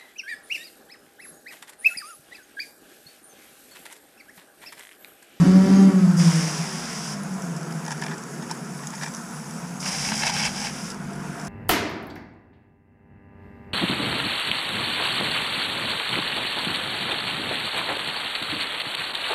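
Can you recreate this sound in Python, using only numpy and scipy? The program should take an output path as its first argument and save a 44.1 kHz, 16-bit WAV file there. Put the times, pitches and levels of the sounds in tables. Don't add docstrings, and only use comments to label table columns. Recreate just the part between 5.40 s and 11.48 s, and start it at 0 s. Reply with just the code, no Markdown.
import sys
import numpy as np
from scipy import signal
from scipy.fft import rfft, irfft, next_fast_len
from scipy.io import wavfile
from scipy.ndimage import uniform_filter1d, map_coordinates

SR = 44100
rng = np.random.default_rng(int(sys.argv[2]) if len(sys.argv) > 2 else 0)


def volts_from_decibels(level):
    exponent = np.asarray(level, float) / 20
    return 10 ** exponent


def wav_out(sig):
    wavfile.write(sys.argv[1], SR, np.round(np.clip(np.atleast_2d(sig).T, -1, 1) * 32767).astype(np.int16))


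N = 268216


def unit(x):
    return x / np.sqrt(np.mean(x ** 2) + 1e-20)


def curve(rows):
    s, value = np.transpose(rows)
    return np.interp(np.arange(N) / SR, s, value)


def ramp(start, length):
    return np.clip((np.arange(N) / SR - start) / length, 0, 1)


def humps(rows):
    t = np.arange(N) / SR
    return sum(volts_from_decibels(db) * np.cos(np.pi * np.clip((t - s) / length, -.5, .5)) for s, db, length in rows)


def wobble(rate):
    knots = rng.standard_normal(int(N * rate / SR) + 4)
    return map_coordinates(knots, [np.arange(N) * rate / SR])


def filtered(x, response):
    m = next_fast_len(N + SR // 2)
    return irfft(rfft(x, m) * response(np.fft.rfftfreq(m, 1 / SR)), m)[:N]


def colour(points):
    f, db = np.transpose(points)
    return lambda hz: volts_from_decibels(np.interp(np.log(hz + 1), np.log(f + 1), db, left=-120, right=-120))


def modes(peaks):
    def response(f):
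        total = 0
        for k, (centre, width, db) in enumerate(peaks):
            damping = 1j * f * width
            total = total + (-1) ** k * volts_from_decibels(db) * damping / (centre * centre - f * f + damping)
        return total
    return response


def rush(patchy_db):
    z = signal.stft(rng.standard_normal(N), nperseg=512)[2]
    field = uniform_filter1d(rng.standard_normal(z.shape), size=6, axis=0)
    field = uniform_filter1d(field, size=8, axis=1)
    return unit(signal.istft(z * volts_from_decibels(patchy_db * unit(field)), nperseg=512)[1][:N])


def drops(per_second, spread_db):
    hit = rng.random(N) < per_second / SR
    size_db = spread_db * np.minimum(rng.exponential(size=N), 2)
    return unit(hit * rng.choice([-1, 1], N) * volts_from_decibels(size_db))


def fading_tone(turns, depth, rate):
    reflections = depth * (wobble(rate) + 1j * wobble(rate))
    return np.imag((1 + reflections) * np.exp(2j * np.pi * turns))


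def soft(x):
    return filtered(x, lambda hz: 1 / (1 + 1j * hz / 13000) ** 2 / (1 + (hz / 11200) ** 12))


# pitch_hz, level_db [per Hz]
ROAD_COLOUR = [(230, 11), (280, 1.5), (340, 5), (420, 3), (480, -2), (560, -8.5)]
# peak_s, peak_db, length_s
LORRIES = [
    (2.2, -48, 0.8),
    (3, -44.5, 0.91),
    (4.9, -61, 1.2),
    (6.2, -47, 2.4),
]
# start_s, end_s, first_hz, last_hz, level_db
DRONES = [(0.64, 1.46, 210, 140, -31), (1.3, 1.53, 169, 172, -31), (2.05, 2.93, 177.1, 150, -43),
          (2.8, 3.97, 140.2, 149, -42.5), (4.2, 7, 149, 140, -46), (3.95, 5.1, 150, 240, -37),
          (4.2, 4.9, 260.7, 280.5, -45.5), (4.7, 8.5, 200, 180, -37.5), (1.6, 2.8, 683, 690, -52.5),
          (2.5, 2.9, 404.6, 390, -46), (2.8, 3.3, 350, 330, -50.5), (5.4, 6.36, 690, 700, -48.5)]


def traffic():
    out = (volts_from_decibels(-52) + humps(LORRIES)) * unit(filtered(rush(1.1), colour(ROAD_COLOUR)))
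    for start, end, first_hz, last_hz, db in DRONES:
        turns = np.cumsum(first_hz + (last_hz - first_hz) * ramp(start, end - start)) / SR
        swell = humps([((start + end) / 2, db, end - start)])
        out += swell * fading_tone(turns, .35 + first_hz / 900, 8 + first_hz / 14)
    return out


# pitch_hz, level_db [per Hz]
BOOM_COLOUR = [(62, -69), (105, -33), (127, -27.5), (145, 1.5), (248, -6), (273, -22), (291, -14),
               (327, -73), (420, -21.5), (550, -19), (920, -120)]
# pitch_hz, level_db [per Hz]
WASH_COLOUR = [(180, -14), (300, -2), (367, -5), (541, -12.5), (684, 0.5), (800, -3.5), (988, -1.5),
               (1180, -5.5), (1410, -0.5), (2020, -12), (2280, -12), (2460, -13.5), (4300, -27.5),
               (5590, -62), (9460, -120)]
# peak_s, peak_db, length_s
CROSSING_CARS = [
    (2.25, -45.5, 1.6),
    (3.2, -58, 0.17),
    (6.2, -40, 1.27),
]


def street_air():
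    bike_near = volts_from_decibels(-20 * np.maximum(np.arange(N) / SR - 0.83, 0) / 0.98)
    boom = unit(filtered(rush(1.0), colour(BOOM_COLOUR)))
    wash = unit(filtered(rush(1.4), colour(WASH_COLOUR)))
    boom_gain = np.hypot(volts_from_decibels(-36.5 + .9 * wobble(2.5)), volts_from_decibels(-35.5) * bike_near)
    wash_gain = np.hypot(volts_from_decibels(-42 + 0.21 * wobble(3.0)), volts_from_decibels(-39.5) * bike_near + humps(CROSSING_CARS))
    return boom_gain * boom + wash_gain * wash


# pitch_hz, level_db [per Hz]
BUFFET_COLOUR = [(12, -30), (20, -14), (75, -7), (115, -8.5), (150, 7.5), (250, -120)]
# peak_s, peak_db, length_s
GUSTS = [
    (.15, -35, 0.65),
    (1.3, -54, 2),
    (4.1, -56, 0.86),
    (4.85, -41, 0.96),
    (5.6, -45.5, 1.3),
]


def wind():
    buffet = unit(volts_from_decibels(0.9 * wobble(5.8)) * filtered(rush(0.17), colour(BUFFET_COLOUR)))
    calm, gust = volts_from_decibels(-59), humps(GUSTS)
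    return (calm + gust ** 2 / (gust + calm)) * buffet


# pitch_hz, level_db [per Hz]
LEAK_COLOUR = [(2240, -18), (3800, -8.5), (4120, -11.5), (4780, -2), (5490, 4), (5890, 3.5), (6680, -1),
               (7240, 2.5), (7500, 0), (8910, -4.5), (10500, 0), (11600, -11.5), (15400, -14.5)]
# pitch_hz, width_hz, level_db
LEAK_TONES = [(6540, 41, 13), (6830, 34, 4), (7780, 170, 4.5), (9030, 110, 3), (9850, 47, 7),
              (10300, 31, -11)]
# time_s, level_db
NOZZLE = [
    (0, -44),
    (1.6, -47.5),
    (1.78, -47.5),
    (3.1, -47),
    (3.8, -44.5),
    (4.4, -47),
    (5.5, -47),
    (5.56, -52.5),
    (6.08, -47.5),
]


def nozzle_leak():
    hiss = unit(filtered(rush(1.7) + 0.6 * drops(900, 3.5), colour(LEAK_COLOUR)))
    whistle = unit(filtered(rush(3.5), modes(LEAK_TONES)))
    return volts_from_decibels(curve(NOZZLE) + 0.62 * wobble(13)) * (hiss + 0.51 * whistle)


# start_s, peak_db, pitch_hz
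TICKS = [(1.834, -22.5, 10300), (2.0209, -23, 5900), (2.165, -22, 5207), (2.3237, -22, 5050),
         (2.451, -23, 6490), (2.4632, -22, 5155), (2.48, -18, 5750), (2.5064, -17, 5500),
         (2.517, -17, 5400), (2.524, -18, 5600), (2.577, -25, 5470), (2.5965, -31, 4940),
         (2.617, -19, 5640), (2.6371, -20, 5520), (2.6643, -22, 5400), (2.781, -22.5, 7780),
         (2.837, -21, 6400), (3.0233, -33, 5260), (3.068, -31, 6500), (3.0971, -28, 5320),
         (3.1115, -12.5, 5350), (3.113, -19, 4040), (3.12, -19, 5460), (3.15, -31, 5200),
         (3.471, -15, 6640), (3.5047, -24, 6830), (3.5503, -22, 5330), (3.556, -23, 5300),
         (3.6346, -16.5, 5560), (3.66, -21, 5470), (3.682, -20, 6040), (3.62, -25, 5340), (3.72, -28, 6300),
         (3.738, -21, 5870), (3.7477, -16, 6000), (3.76, -24, 5600), (3.768, -21, 5400),
         (4.109, -21.5, 5600), (4.4035, -15, 5660), (4.6234, -29, 5100), (4.6558, -18, 5450),
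         (4.7411, -18, 5100), (4.755, -14, 5070), (4.8324, -26, 5270), (4.859, -14, 5300),
         (4.867, -12, 5270), (4.9401, -22, 5400), (4.965, -16, 5500), (4.998, -25, 5000),
         (5.029, -22, 5600), (5.053, -11, 5000), (5.06, -13, 4850), (5.064, -14, 5530), (5.075, -21, 4820),
         (5.27, -21, 5160), (5.503, -17, 5060), (5.41, -28, 5400), (5.467, -25, 6540), (5.707, -34, 5000),
         (5.7335, -25.5, 8000), (5.998, -23, 5190), (6.0493, -25, 5160),
         (2.212, -28, 7300),
    (2.2304, -24, 5000),
    (2.3096, -27, 3020),
    (5.5446, -27, 5390),
    (5.6461, -35, 7090),
    (5.7594, -31, 5530),
    (5.983, -31, 3020),
    (6.0137, -25.5, 5800),
    (6.0703, -24, 5190),
]


def ticks():
    crack, ring = np.zeros(N + SR), np.zeros(N + SR)
    t = np.arange(SR // 50) / SR
    for s, db, hz in TICKS:
        i = round(s * SR)
        crack[i:][:len(t)] += volts_from_decibels(db - 8.5 - 60 * t / 0.022) * rng.standard_normal(len(t))
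        onset = 1 - np.exp(-t / 0.00012)
        ring[i:][:len(t)] += volts_from_decibels(db - 11.5 - 60 * t / 0.018) * onset * np.sin(2 * np.pi * hz * t)
    crack_colour = lambda hz: colour(LEAK_COLOUR)(hz) / (1 + (hz / 11500) ** 8)
    return filtered(crack[:N], crack_colour) + ring[:N]


def contacts(rows):
    force, clack, hollow = np.zeros(N + SR), np.zeros(N + SR), np.zeros(N + SR)
    clack_hz, hollow_hz, pitch_spread = 1740, 928, 0.054
    t = np.arange(SR // 20) / SR
    ring = volts_from_decibels(8.5 - 60 * t / 0.023) * (1 - np.exp(-t / 0.0025))
    for s, db, hollow_db in rows:
        i = round(s * SR)
        burst = volts_from_decibels(-60 * t / 0.015) * (1 - np.exp(-t / 0.0016)) * rng.standard_normal(len(t))
        burst[0] = 1.6
        high, low = 1 + pitch_spread * rng.uniform(-1.25, 1, size=2)
        force[i:][:len(t)] += volts_from_decibels(db + 25) * burst
        clack[i:][:len(t)] += volts_from_decibels(db) * ring * np.sin(2 * np.pi * clack_hz * high * t)
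        hollow[i:][:len(t)] += volts_from_decibels(hollow_db) * ring * np.sin(2 * np.pi * hollow_hz * low * t)
    return force[:N], clack[:N], hollow[:N]


# peak_s, level_db, build_up_s
SCRAPES = [
    (2.53, -43, 0.082),
    (2.645, -43.5, 0.088),
    (2.74, -44.5, 0.36),
    (3.032, -47, 0.028),
    (3.111, -40, 0.024),
    (3.44, -50, 0.067),
    (3.55, -48.5, 0.11),
    (3.632, -39, 0.077),
    (3.68, -44, 0.24),
]
# pitch_hz, width_hz, level_db
CHASSIS = [(897, 63, 7), (1753, 110, 5), (1910, 75, -0.5), (2385, 86, -0.5), (3500, 630, -23),
           (5140, 230, -3.5), (5400, 210, -18), (6340, 240, -12), (7400, 720, -28)]
# start_s, clack_db, hollow_db
KNOCKS = [(2.445, -42, -48), (2.4631, -35, -37), (2.48, -36, -29), (2.5069, -33, -28), (2.514, -40, -36),
          (2.52, -34, -33), (2.5248, -43, -30), (2.6144, -38, -46), (2.622, -28.5, -28), (2.637, -34, -44),
          (2.647, -49, -43), (2.6633, -31.5, -37), (2.682, -35, -42), (2.696, -55, -40), (2.711, -35, -40),
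          (2.718, -34, -34), (2.738, -53, -35), (3.0232, -37.5, -46), (3.097, -39, -40),
          (3.104, -37.5, -37), (3.1121, -48, -23.5), (3.1512, -45, -43), (3.39, -43, -55),
          (3.435, -38, -42), (3.5352, -39, -34), (3.579, -41, -52), (3.599, -53, -34), (3.611, -34, -48),
          (3.617, -42, -46), (3.6214, -33, -44), (3.6322, -30.5, -34), (3.64, -32, -41),
          (3.6612, -35.5, -42), (3.673, -40, -32), (3.682, -48, -48)]
# start_s, panel_db, hollow_db
SLAPS = [(4.4598, -30, -32), (4.5477, -33, -48), (4.649, -30, -55), (4.687, -30.5, -29),
         (4.719, -28.5, -23), (4.8335, -23, -22), (4.8669, -29.5, -23), (4.8749, -26, -40),
         (4.896, -29, -20.5), (4.965, -27, -40), (4.998, -34, -33), (5.01, -34, -33), (5.052, -34, -37),
         (5.061, -40, -41), (5.075, -35, -36), (5.2457, -34, -30), (5.27, -34, -42)]


def scrapes():
    grit = 0.66 * rush(3.0) + 0.59 * drops(900, 1.7)
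    body = unit(filtered(grit, modes(CHASSIS)))
    hiss = 0.62 * unit(filtered(grit, colour(JET_COLOUR)))
    crunch = 0.22 * unit(filtered(grit, colour(SPLASH_COLOUR)))
    drags = []
    for s, db, rise in SCRAPES:
        build = volts_from_decibels(db - 21 * (1 - ramp(s - rise, rise))) * ramp(s - rise, rise / 10)
        drags.append(build * (1 - ramp(s, 0.035)) ** 2)
    jolts = volts_from_decibels(2 * wobble(60))
    return volts_from_decibels(4.5) * np.max(drags, axis=0) * (body + hiss + crunch) * jolts


def car():
    force, clack, hollow = contacts(KNOCKS)
    slap, _, drum = contacts(SLAPS)
    impact = force + slap
    rasp = volts_from_decibels(-9.5) * filtered(impact, colour(SPLASH_COLOUR)) + volts_from_decibels(-24) * filtered(impact, colour(LEAK_COLOUR))
    knock = filtered(force, modes(CHASSIS[2:])) + clack + hollow
    slapped = volts_from_decibels(-1) * filtered(slap, modes(SHELL[1:])) + drum
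    return volts_from_decibels(1.0) * soft(scrapes() + rasp + knock + slapped)


# open_s, shut_s, jet_db, surge_db, splash_db [over the jet]
SPRAYS = [
    (0.765, 1.74, -37, 6.5, -3),
    (4.393, 5.518, -42, 6, -1),
]
# start_s, end_s, first_db, last_db, shell_db [share on the shell]
SWEEPS = [(4.451, 4.507, -30, -29.5, -7), (4.497, 4.724, -32, -29.5, -7.5), (4.72, 4.763, -29, -36, -1.5),
          (4.747, 4.84, -30, -31.5, -5), (4.804, 4.856, -35.5, -31, 3), (4.853, 4.916, -29, -33, 3),
          (4.908, 5.026, -36.5, -29.5, 1.5), (4.995, 5.085, -35, -31, 4.5), (5.074, 5.099, -29, -34, -1),
          (5.087, 5.16, -39, -38, -11), (5.14, 5.29, -36.5, -33, -2), (5.28, 5.303, -33, -34.5, -5.5)]


def spray_flow():
    open_s, shut_s, spurt_s, edge_s = 0.015, 0.011, 0.19, 0.039
    jet = ground = shell = 0
    for start, end, db, surge_db, splash_db in SPRAYS:
        flow = volts_from_decibels(db + surge_db * (1 - ramp(start + 0.21, 0.33)))
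        dribble = volts_from_decibels(-8) * (1 - ramp(end, 0.086))
        flow *= np.maximum(1 - ramp(end, shut_s), dribble)
        spurt_db = 1.5 * ramp(end - spurt_s, spurt_s)
        jet = jet + flow * volts_from_decibels(spurt_db) * ramp(start, open_s)
        ground = ground + flow * volts_from_decibels(splash_db - spurt_db) * ramp(start + 0.021, open_s)
    for start, end, first_db, last_db, shell_db in SWEEPS:
        hit = volts_from_decibels(first_db + (last_db - first_db) * ramp(start, end - start))
        hit = hit * ramp(start - edge_s / 2, edge_s) * (1 - ramp(end - edge_s / 2, edge_s))
        jet = np.maximum(jet, hit)
        shell = np.maximum(shell, volts_from_decibels(shell_db) * hit)
    return jet, ground, shell


# pitch_hz, level_db [per Hz]
JET_COLOUR = [(2060, -15), (3500, -13), (4310, -17), (4930, 5.5), (5670, 7.5), (6140, 3), (7060, -1.5),
              (10400, -5.5), (10800, -8), (11800, -21), (12600, -21), (13700, -16), (14300, -24),
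              (15400, -34)]
# pitch_hz, level_db [per Hz]
SPLASH_COLOUR = [(440, -6), (750, 1), (858, -7), (1070, 1.5), (1180, -1.5), (1800, -0.5), (3280, -4.5),
                 (3790, -6.5), (4500, -5), (5850, -39), (9900, -120)]
# pitch_hz, width_hz, level_db
DROPLETS = [(4800, 120, 2.5), (5430, 1500, -4), (5680, 160, 2.5)]
# pitch_hz, width_hz, level_db
SHELL = [(824, 81, -1), (1600, 150, 1), (2254, 150, 3.5), (2630, 150, 2), (3160, 290, -2.5),
         (4120, 210, -4.5)]


def hose():
    hiss = unit(filtered(rush(1.0) + 0.85 * drops(1700, 3.6), colour(JET_COLOUR)))
    crackle = unit(soft(filtered(drops(350, 3.8), modes(DROPLETS))))
    jet = unit(hiss + .5 * crackle)
    splash = unit(filtered(rush(1.7) + 0.52 * drops(1200, 6.5), colour(SPLASH_COLOUR)))
    pelting = rush(2.9) + 1.0 * drops(1100, 2.3)
    hollow = unit(filtered(filtered(pelting, modes(SHELL[:1])), modes([(860, 1700, 0)])))
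    panels = unit(filtered(pelting, modes(SHELL[1:])))
    pings = unit(filtered(drops(360, 1.8), modes(DROPLETS)))
    jet_gain, ground, shell = spray_flow()
    drumming = 1.05 * pings + 0.9 * panels + volts_from_decibels(-6 + 1.1 * wobble(24.95)) * hollow
    wet = np.hypot(ground, 0.36 * shell) * splash + shell * drumming
    return volts_from_decibels(0.13 * wobble(23)) * (jet_gain * jet + soft(wet))


# peak_s, peak_db, length_s
SWELLS = [
    [(.022, -7.5, 0.056)],
    [(.09, -7.5, 0.068), (.15, -10.5, 0.095), (.205, -10, 0.15)],
    [(.275, -14, 0.029), (.34, -8.5, 0.13), (.41, -7.5, 0.064), (.465, -7, 0.1)],
    [(.567, -10, 0.087)],
    [(.641, -8, 0.068)],
    [(.696, -8.5, 0.057)],
    [(.743, -14.5, 0.043)],
    [(.78, -13.5, 0.0478), (.812, -10, 0.052)],
    [(.876, -9, 0.087)],
    [(.968, -14.5, 0.086)],
    [(1.06, -22.5, 0.11)],
    [(1.142, -24, 0.061)],
    [(1.205, -21.5, 0.042)],
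]
# time_s, pitch_hz
HEARD_PITCH = [(.02, 173), (.1, 185.4), (.4, 194.2), (.6, 186.5), (.8, 172.1), (.97, 162.4), (1.22, 162)]
# multiple, peak_db
ECHOED = [(2, -36), (3, -46.5)]


def exhaust_note():
    swell = sum((-1) ** k * humps(group) for k, group in enumerate(SWELLS))
    turns = np.cumsum(curve(HEARD_PITCH)) / SR
    note = swell * np.sin(2 * np.pi * turns)
    for k, db in ECHOED:
        note = note + humps([(0.923, db, 0.55)]) * fading_tone(k * turns, 0.52, 17.7)
    return note


# time_s, firing_hz, overtone_db
ENGINE = [
    (-.16, 166, -28),
    (0, 186.7, -25),
    (0.423, 196.5, -25.5),
    (0.528, 190, -26.5),
    (0.759, 171.7, -28.5),
    (1.05, 147.1, -30),
    (1.5, 114.1, -31),
    (2.099, 85.67, -37.5),
    (2.4, 80, -36.5),
    (2.7, 72.5, -38),
]
# multiple, level_db
ORDERS = [(2, 3), (3, -0.5), (4, -4), (5, -6.5), (6, -2), (7, -3), (8, -28), (9, -2.5), (10, -3.5),
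          (11, -3.5), (12, -8), (13, -34), (14, -10.5), (16, -12)]
# pitch_hz, level_db
PIPE_COLOUR = [(120, -24), (170, 14), (260, -9.5), (400, -5.5), (600, -9.5), (1000, -11.5), (2200, -21),
               (4800, -7)]


def exhaust_overtones():
    s, hz, tone_db = np.transpose(ENGINE)
    t, tones = np.arange(N) / SR, 0
    closing = np.clip((t - .5) / .3, 0, 1)
    for delay_s, path_db in [(0, -0.5), (.15, -4.5)]:
        echo = delay_s > 0
        turns = np.cumsum(np.interp(t - delay_s, s, hz) * (1 + 0.0023 * wobble(25.66))) / SR
        level = volts_from_decibels(path_db - 8 * closing * echo + np.interp(t - delay_s, s, tone_db, right=-120))
        for k, db in ORDERS:
            order_gain = volts_from_decibels(db - 9 * closing + (2 * closing - 3 * echo) * (k > 5))
            tone = fading_tone(k * turns, .2 + .02 * k + .32 * closing, 11 + 1.5 * k)
            tones = tones + level * order_gain * tone
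    return filtered(tones, colour(PIPE_COLOUR)), turns


# pitch_hz, level_db [per Hz]
ROAR_COLOUR = [(205, -2), (235, 2), (270, 4), (330, -4), (420, -13.5), (520, -16), (700, -50)]
# pitch_hz, level_db [per Hz]
CLATTER_COLOUR = [(450, -57), (900, -11), (1900, -7.5), (3000, -12), (4300, -7.5), (4800, -2.5), (5500, -7),
                  (7500, -18.5), (10500, -46)]
# peak_s, peak_db, length_s
CLATTER_SWELLS = [
    (.1, -41.5, 0.6),
    (.36, -42, 0.26),
]


def bike():
    s, _, tone_db = np.transpose(ENGINE)
    t = np.arange(N) / SR
    overtones, turns = exhaust_overtones()
    gate = 1 + .5 * np.cos(2 * np.pi * turns)
    roar = unit(filtered(gate * rush(1.5), colour(ROAR_COLOUR)))
    clatter = unit(filtered(gate * rush(0.33), colour(CLATTER_COLOUR)))
    roar_gain = volts_from_decibels(-25 - 151 * np.maximum(t - 0.5, 0))
    clatter_gain = np.hypot(volts_from_decibels(np.interp(t, s, tone_db) - 18.5), humps(CLATTER_SWELLS))
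    return exhaust_note() + overtones + roar_gain * roar + clatter_gain * clatter


def scene():
    background = traffic() + street_air() + wind() + nozzle_leak()
    return (background + ticks() + car() + hose() + bike())[None]


def top_cut(x):
    return signal.sosfilt(signal.butter(12, 15330, fs=SR, output="sos"), x)


def record(dry):
    def housing(hz):
        notch = 1 - .4 / (1 + ((hz - 4150) / 200) ** 2)
        return notch / (1 + (hz / 15300) ** 24)
    mix = filtered(dry[0], housing)[None]
    return top_cut(mix)


dry = scene()
out = record(dry)
wav_out(out)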